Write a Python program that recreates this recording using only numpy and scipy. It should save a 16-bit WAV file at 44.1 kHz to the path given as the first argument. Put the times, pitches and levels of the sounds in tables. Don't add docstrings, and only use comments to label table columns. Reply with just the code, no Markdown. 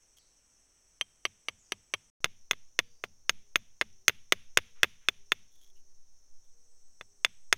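import sys
import numpy as np
from scipy import signal
from scipy.fft import rfft, irfft, next_fast_len
from scipy.io import wavfile
from scipy.ndimage import map_coordinates

SR = 44100
rng = np.random.default_rng(int(sys.argv[2]) if len(sys.argv) > 2 else 0)


def file_out(sig):
    cols = np.atleast_2d(sig).T
    lim = np.clip(cols, -1, 1)
    pcm = np.round(lim * 32767).astype(np.int16)
    wavfile.write(sys.argv[1], SR, pcm)


N = 333837
TIME = np.arange(N) / SR
BLOW_SAMPLES, CUTOFF_HZ = 8192, 16200
DROPOUT_S = (2.1005, 2.205)

# t/s, strength/dB, grain sharpness/dB, ring of upper modes/dB, clink of main mode/dB
BLOWS = [(1.0114, 1, -2.5, 7.5, 11.5), (1.2527, 5.5, -6, 5, -3.5), (1.4848, 3.5, -3.5, 5.5, -8),
         (1.721, 3, 3, -0.5, -7.5), (1.9383, 5, -4, 4, -2.5), (2.2438, 14, -0.5, 0.5, -8),
         (2.511, 13, 1, 6.5, -2.5), (2.7904, 12.5, -2, 10.5, -3), (3.039, 2, -7, 2, -18.5),
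         (3.2947, 15, -0.5, 3, -11), (3.5577, 14.5, -2.5, 6.5, -7), (3.8126, 12.5, -5, -2, -16),
         (4.0813, 19.5, 4, 3.5, -9), (4.3229, 20.5, 0, 1, -9.5), (4.5731, 21, 4, 1, -5.5),
         (4.8322, 21, -1.8, -0.5, -8), (5.0862, 15, -3, 1.5, 3.5), (5.3198, 15.5, -7.5, 5.5, 1.5),
         (7.011, -10, -10.5, 5.5, 3.5), (7.2478, 15, -1.5, 4.5, 2.5), (7.5271, 18.5, 2.5, -2, -10)]
# t/s, strength/dB
REBOUNDS = [(1.2612, -10), (1.9436, -5.5), (2.2573, -4.5), (2.5328, -8.5), (2.7964, 0), (3.8187, 0.5),
            (4.0953, 4), (4.3313, -3), (4.5863, -2), (4.8431, 4), (7.2627, -11.5), (7.5393, -14)]
# f/Hz, level/dB
CRACK_SLANTED = [(40, -30.5), (120, -8), (240, -20), (420, -5.5), (700, -8), (1500, -6.5), (2200, 4),
                 (3000, 2.5), (4500, -12), (6000, -15.5), (7500, -23), (10000, -20.5), (13000, -29.5),
                 (16000, -43)]
CRACK_UPRIGHT = [(40, -17.5), (120, -10), (240, -14.5), (390, -2), (620, -4.5), (1100, -3), (1700, 0.5),
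                 (2800, -1), (4400, -13.5), (5500, -10), (7500, -24.5), (10000, -20), (13000, -32.5),
                 (16000, -39)]
TOP_SLANTED_HZ, TOP_UPRIGHT_HZ = 13300, 13620
# f/Hz, width/Hz, gain/dB
MODES_SLANTED = [(370, 72, 2.4), (975, 61, -14), (1170, 160, 7.1), (1420, 140, -24.5), (2252, 340, 2.1),
                 (2510, 110, -18), (2400, 76, 0.93), (2400, 120, -16), (3300, 90, -16.5),
                 (4900, 250, -11.5), (4600, 250, 6.9), (4300, 160, -4.5), (5780, 147, 12), (6100, 90, 11.6),
                 (9500, 250, 7.5), (9700, 130, 9.3), (TOP_SLANTED_HZ, 45, 13)]
MODES_UPRIGHT = [(820, 210, -16), (1650, 120, 1), (2110, 260, 4.3), (2325, 200, -16.5), (2540, 190, 3),
                 (3170, 120, -8.5), (3343, 190, 4.95), (7000, 170, 2.2), (6200, 120, 2.8), (6340, 83, 10),
                 (6620, 110, 12), (11000, 230, 1.3), (10200, 130, 5.5), (TOP_UPRIGHT_HZ, 45, 18),
                 (14830, 65, 13)]
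# f/Hz, level/dB, t60/s, lingering trace/dB
PING_SLANTED, PING_UPRIGHT = (3160, -33, 0.0356, -51.5), (3490, -25, 0.0161, -68)
# level/dB, t60/s
GRIT_SLANTED, GRIT_UPRIGHT = (-4, 0.025), (-7.5, .018)
# t/s, level/dB
SLIDES = [(4.75, -33.5), (5.005, -37)]
# f/Hz, level/dB
SLIDING_GRIT = [(500, -18.5), (1400, -3), (2500, -2), (3500, -7), (6000, -31.5)]
CRUMBS = [(40, -5), (90, 1.5), (170, 1.5), (250, -5), (400, 0), (650, 2), (850, -4.5), (1200, -3.5),
          (3000, -6), (6000, -17.5), (14000, -29)]
GROUND_BOOM = [(40, -10.5), (70, -3.5), (100, 3.5), (135, -9), (220, -3.5), (290, -22), (500, -24.5),
               (900, -35), (2000, -57.5)]
TREE_ECHO = [(200, -22.5), (800, -15), (1400, -7), (2300, 1.5), (3600, 1.5), (4200, -9.5), (6300, -7),
             (8000, -21), (10500, -14.5), (13000, -25), (16000, -27.5)]
# t/s, length/s, ping f/Hz, level/dB
DRAGS = [(0.167, 0.025, 3200, -63.5), (5.5, 0.11, 3450, -74), (5.596, 0.12, 3340, -69.5),
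         (5.752, 0.054, 2880, -76), (6.422, 0.066, 3450, -84), (6.495, .008, 3500, -83)]
# f/Hz, width/Hz, gain/dB
TIP_MODES = [(6550, 210, 17.5), (10250, 190, 13.5), (13500, 190, 10), (14900, 120, 12)]
# t/s, length/s, start f/Hz, end f/Hz, level/dB
CHIRPS = [(.165, 0.051, 5000, 4300, -74), (1.58, .06, 7350, 6700, -68), (1.62, .07, 5470, 4980, -79.5)]
WHISTLE = [(2.8, 0.26, 4590, 4860, -81)]
COO_STARTS = [2.76, 4.6, 6.51]
# delay/s, length/s, start f/Hz, end f/Hz, level/dB
COO_NOTES = [(0, .19, 476.3, 472, -80.5), (.52, .2, 402.5, 407, -81.5), (1.0, .32, 388, 381, -82.5)]
# t/s, end/s, level/dB
SHRILL_BOUTS = [(-.5, 2.1, -76.5), (6.2, 7.6, -78.5)]
# multiple of the main pitch, level/dB
SHRILL_PARTIALS = [(.955, -7), (1, 2), (1.035, -9), (1.08, -2), (1.116, -11), (1.165, -8)]
# f/Hz, level/dB
CICADAS = [(3500, -35.5), (4450, -20.5), (5000, -28.5), (5200, -16.5), (5400, -2), (6050, 0), (6550, -5.5),
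           (7000, -12.5), (7400, -23.5), (8400, -17.5), (9400, -22), (10200, -33)]
# f/Hz, level/dB
AIR_SLANTED = [(60, -0.5), (150, 4), (400, 3), (1000, -1.5), (3200, -2.5), (4000, -11), (9000, -5.5),
               (11000, -13.5), (15500, -20.5)]
AIR_UPRIGHT = [(60, 9), (150, 3), (300, 1), (600, -0.5), (1200, -6), (2500, -10), (4000, -10.5),
               (9000, -10.5), (11000, -15.5), (15500, -16.5)]
# t/s, level/dB
HANDLING = [(0, -77.5), (1.3, -78.5), (4.3, -75), (6.0, -75), (6.9, -82.5), (7.57, -77)]
# f/Hz, level/dB
RUMBLE = [(20, -0.5), (45, -7), (80, -14.5), (130, -28.5), (300, -49.5)]


def pick(carry_db=4, rebound_clink_db=-3):
    direct, outward, crumble, slide = np.zeros((4, N))
    for s, db, sharp_db, ring_db, clink_db in BLOWS:
        slanted = s < DROPOUT_S[0]
        soft_db = 3.5 - 0.39 * db - 0.0945 * clink_db
        crumble_db = -12.5 + 0.3227 * db - 0.3245 * clink_db
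        grit_db, grit_t60 = GRIT_SLANTED if slanted else GRIT_UPRIGHT
        add(direct, s, from_db(db) * strike(s, soft_db, sharp_db, ring_db, grit_db, grit_t60))
        add(direct, s, clink(s, db + clink_db))
        add(outward, s, from_db([db + (carry_db if slanted else 0)]))
        add(crumble, s, from_db([crumble_db]))
    for s, db in REBOUNDS:
        tap = strike(s, soft_db=2.5, sharp_db=-8, ring_db=-5.5, grit_db=-2.5, grit_t60=0.024)
        add(direct, s, from_db(db) * tap)
        add(direct, s, clink(s, db + rebound_clink_db))
    for s, db in SLIDES:
        add(slide, s, from_db([db]))
    crumbs = from_db(-11.5) * scatter(crumble, CRUMBS, t60=.045, rise_s=0.001)
    ground = from_db(-22) * scatter(crumble, GROUND_BOOM, t60=0.42, rise_s=0.0058)
    trees = from_db(-46.5) * scatter(outward, TREE_ECHO, t60=0.4, rise_s=0.06)
    return direct + crumbs + ground + trees + scatter(slide, SLIDING_GRIT, t60=0.24, rise_s=.05)


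def strike(s, soft_db, sharp_db, ring_db, grit_db, grit_t60, vary_db=0.47, soft_hz=1000, sharp_hz=4000):
    hz = np.fft.rfftfreq(BLOW_SAMPLES, 1 / SR)
    crack, modes = (CRACK_SLANTED, MODES_SLANTED) if s < DROPOUT_S[0] else (CRACK_UPRIGHT, MODES_UPRIGHT)
    grit, splinters = fractures(grit_t60)
    bass = 1 / (1 + (hz / soft_hz) ** 4)
    treble = 1 - 1 / (1 + (hz / sharp_hz) ** 6)
    broken = from_db(15) * treble * hz / CUTOFF_HZ
    force = (1 + broken * splinters) / np.sqrt(1 + broken ** 2) + from_db(grit_db) * grit
    colour_db = db_at(crack, hz) + soft_db * bass + sharp_db * treble
    centre, width, db = np.transpose(modes)
    mode_db = db + vary_db * rng.standard_normal(len(db)) + ring_db * np.clip(db / 15, 0, 1)
    spectrum = force * causal(colour_db) * resonances(zip(centre, width, mode_db), hz) * smear(hz)
    return irfft(spectrum) * np.linspace(1, 0, BLOW_SAMPLES) ** 2


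def fractures(grit_t60, splinter_t60=.011, uneven_db=4.1):
    shape = (2, BLOW_SAMPLES)
    grains = rng.standard_normal(shape) * from_db(uneven_db * rng.standard_normal(shape))
    decays = from_db(-60 * TIME[:BLOW_SAMPLES] / [[grit_t60], [splinter_t60]])
    return [rfft(burst / np.linalg.norm(burst)) for burst in grains * decays]


def smear(hz, centre_hz=3000, width_hz=2500):
    detune, loss = centre_hz ** 2 - hz ** 2, 1j * hz * width_hz
    return (detune - loss) / (detune + loss)


def clink(s, db, linger_t60=0.68, beat_hz=45, twin_db=-6):
    hz, level_db, t60, linger_db = PING_SLANTED if s < DROPOUT_S[0] else PING_UPRIGHT
    hz *= 1 + 0.0033 * rng.standard_normal()
    t = TIME[:SR // 2]
    pair = np.sin(2 * np.pi * hz * t) - from_db(twin_db) * np.sin(2 * np.pi * (hz + beat_hz) * t)
    decay = from_db(-60 * t / t60) + from_db(linger_db - 60 * t / linger_t60)
    return -from_db(db + level_db) * pair * decay


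def scatter(pushes, spectrum, t60, rise_s):
    t = TIME[:2 * SR]
    power = (from_db(-60 * t / t60) * (1 - np.exp(-t / rise_s))) ** 2
    energy = signal.fftconvolve(pushes ** 2, power / power.sum())[:N]
    return noise(spectrum) * np.sqrt(np.abs(energy))


def drags(grains_per_s=900, ping_width_hz=130, ping_db=25):
    out, size = np.zeros(N), 2 * BLOW_SAMPLES
    hz = np.fft.rfftfreq(size, 1 / SR)
    for s, length, ping_hz, db in DRAGS:
        stroke = np.sqrt(np.sin(np.pi * np.clip(TIME[:size] / length, 0, 1)))
        grains = rng.standard_normal(size) * (rng.random(size) < grains_per_s / SR) * stroke
        steel = resonances([(ping_hz, ping_width_hz, ping_db), *TIP_MODES], hz)
        scrape = irfft(rfft(grains) * steel) * np.linspace(1, 0, size)
        add(out, s, from_db(db) * rms_one(scrape) * np.sqrt(length * SR / size))
    return out


def bird(notes, blur_hz, blur_db, t60):
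    out, t = np.zeros(N), TIME[:SR]
    for s, length, start_hz, end_hz, db in notes:
        phase = 2 * np.pi * np.cumsum(np.interp(t, [0, length], [start_hz, end_hz])) / SR
        paths = 1 + from_db(blur_db) * (drift(blur_hz, SR) + 1j * drift(blur_hz, SR))
        swell = np.minimum(t / (0.23 * length), 1) * from_db(-60 * np.maximum(t - length, 0) / t60)
        add(out, s, from_db(db) * swell * rms_one((paths * np.exp(1j * phase)).real))
    return out


def dove():
    coos = [(s + delay, *note) for s in COO_STARTS for delay, *note in COO_NOTES]
    return from_db(-2) * bird(coos, blur_hz=21, blur_db=-12, t60=0.44)


def insects(chorus_db=-70, shrill_hz=7850, rasp_hz=210, swell_s=.55):
    chorus = from_db(chorus_db + drift(45)) * noise(CICADAS)
    pitch_hz = shrill_hz * (1 + 0.0038 * drift(4.4) + 0.0021 * drift(21))
    phase = 2 * np.pi * np.cumsum(pitch_hz) / SR
    rasp = drift(rasp_hz) + 1j * drift(rasp_hz)
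    partials = sum(from_db(db) * (np.roll(rasp, rng.integers(N)) * np.exp(1j * ratio * phase)).real
                   for ratio, db in SHRILL_PARTIALS)
    bouts = sum(from_db(db) * np.clip((TIME - start) / swell_s, 0, 1) * (TIME < end)
                for start, end, db in SHRILL_BOUTS)
    return chorus + bouts * rms_one(partials)


def air(slanted_db=-75.5, upright_db=-77.5, sway_db=-48, rumble_db=5):
    slanted = from_db(slanted_db) * noise(AIR_SLANTED)
    upright = from_db(upright_db) * noise(AIR_UPRIGHT) + from_db(sway_db) * drift(14)
    rumble = from_db(rumble_db + np.interp(TIME, *np.transpose(HANDLING))) * noise(RUMBLE)
    return np.where(TIME < DROPOUT_S[0], slanted, upright) + rumble


def resonances(modes, hz):
    response = 1
    for centre, width, db in modes:
        detune, loss = centre ** 2 - hz ** 2, 1j * hz * width
        response = response * (detune + from_db(db) * loss) / (detune + loss)
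    return response


def causal(db):
    cepstrum = irfft(np.log(from_db(db)))
    half = len(cepstrum) // 2
    cepstrum[1:half] *= 2
    cepstrum[half + 1:] = 0
    return np.exp(rfft(cepstrum))


def noise(spectrum):
    n = next_fast_len(N, True)
    gain = from_db(db_at(spectrum, np.fft.rfftfreq(n, 1 / SR)))
    return rms_one(irfft(rfft(rng.standard_normal(n)) * gain, n)[:N])


def drift(rate_hz, size=N):
    knots = rng.standard_normal(4096)
    return map_coordinates(knots, [np.arange(size) / SR * rate_hz], order=2, mode="wrap")


def db_at(points, hz):
    at, db = np.transpose(points)
    return np.interp(np.log(hz + 1e-9), np.log(at), db)


def from_db(db):
    return 10 ** (np.asarray(db) / 20)


def rms_one(x):
    return x / np.sqrt(np.mean(x ** 2) + 1e-20)


def add(out, s, sound):
    i = max(0, round(s * SR))
    out[i:i + len(sound)] += sound[:max(0, N - i)]


def scene():
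    chirps = bird(CHIRPS, blur_hz=1210, blur_db=10.5, t60=0.58)
    whistle = bird(WHISTLE, blur_hz=400, blur_db=4, t60=.4)
    birds = chirps + whistle + dove()
    return (pick() + drags() + insects() + birds + air())[None]


def record(dry, ceiling=.72):
    live = (TIME < DROPOUT_S[0]) | (TIME > DROPOUT_S[1])
    limited = dry / (1 + (dry / ceiling) ** 4) ** .25
    lowpass = signal.ellip(10, .1, 80, CUTOFF_HZ, fs=SR, output="sos")
    return signal.sosfilt(lowpass, limited * live)


dry = scene()
out = record(dry)
file_out(out)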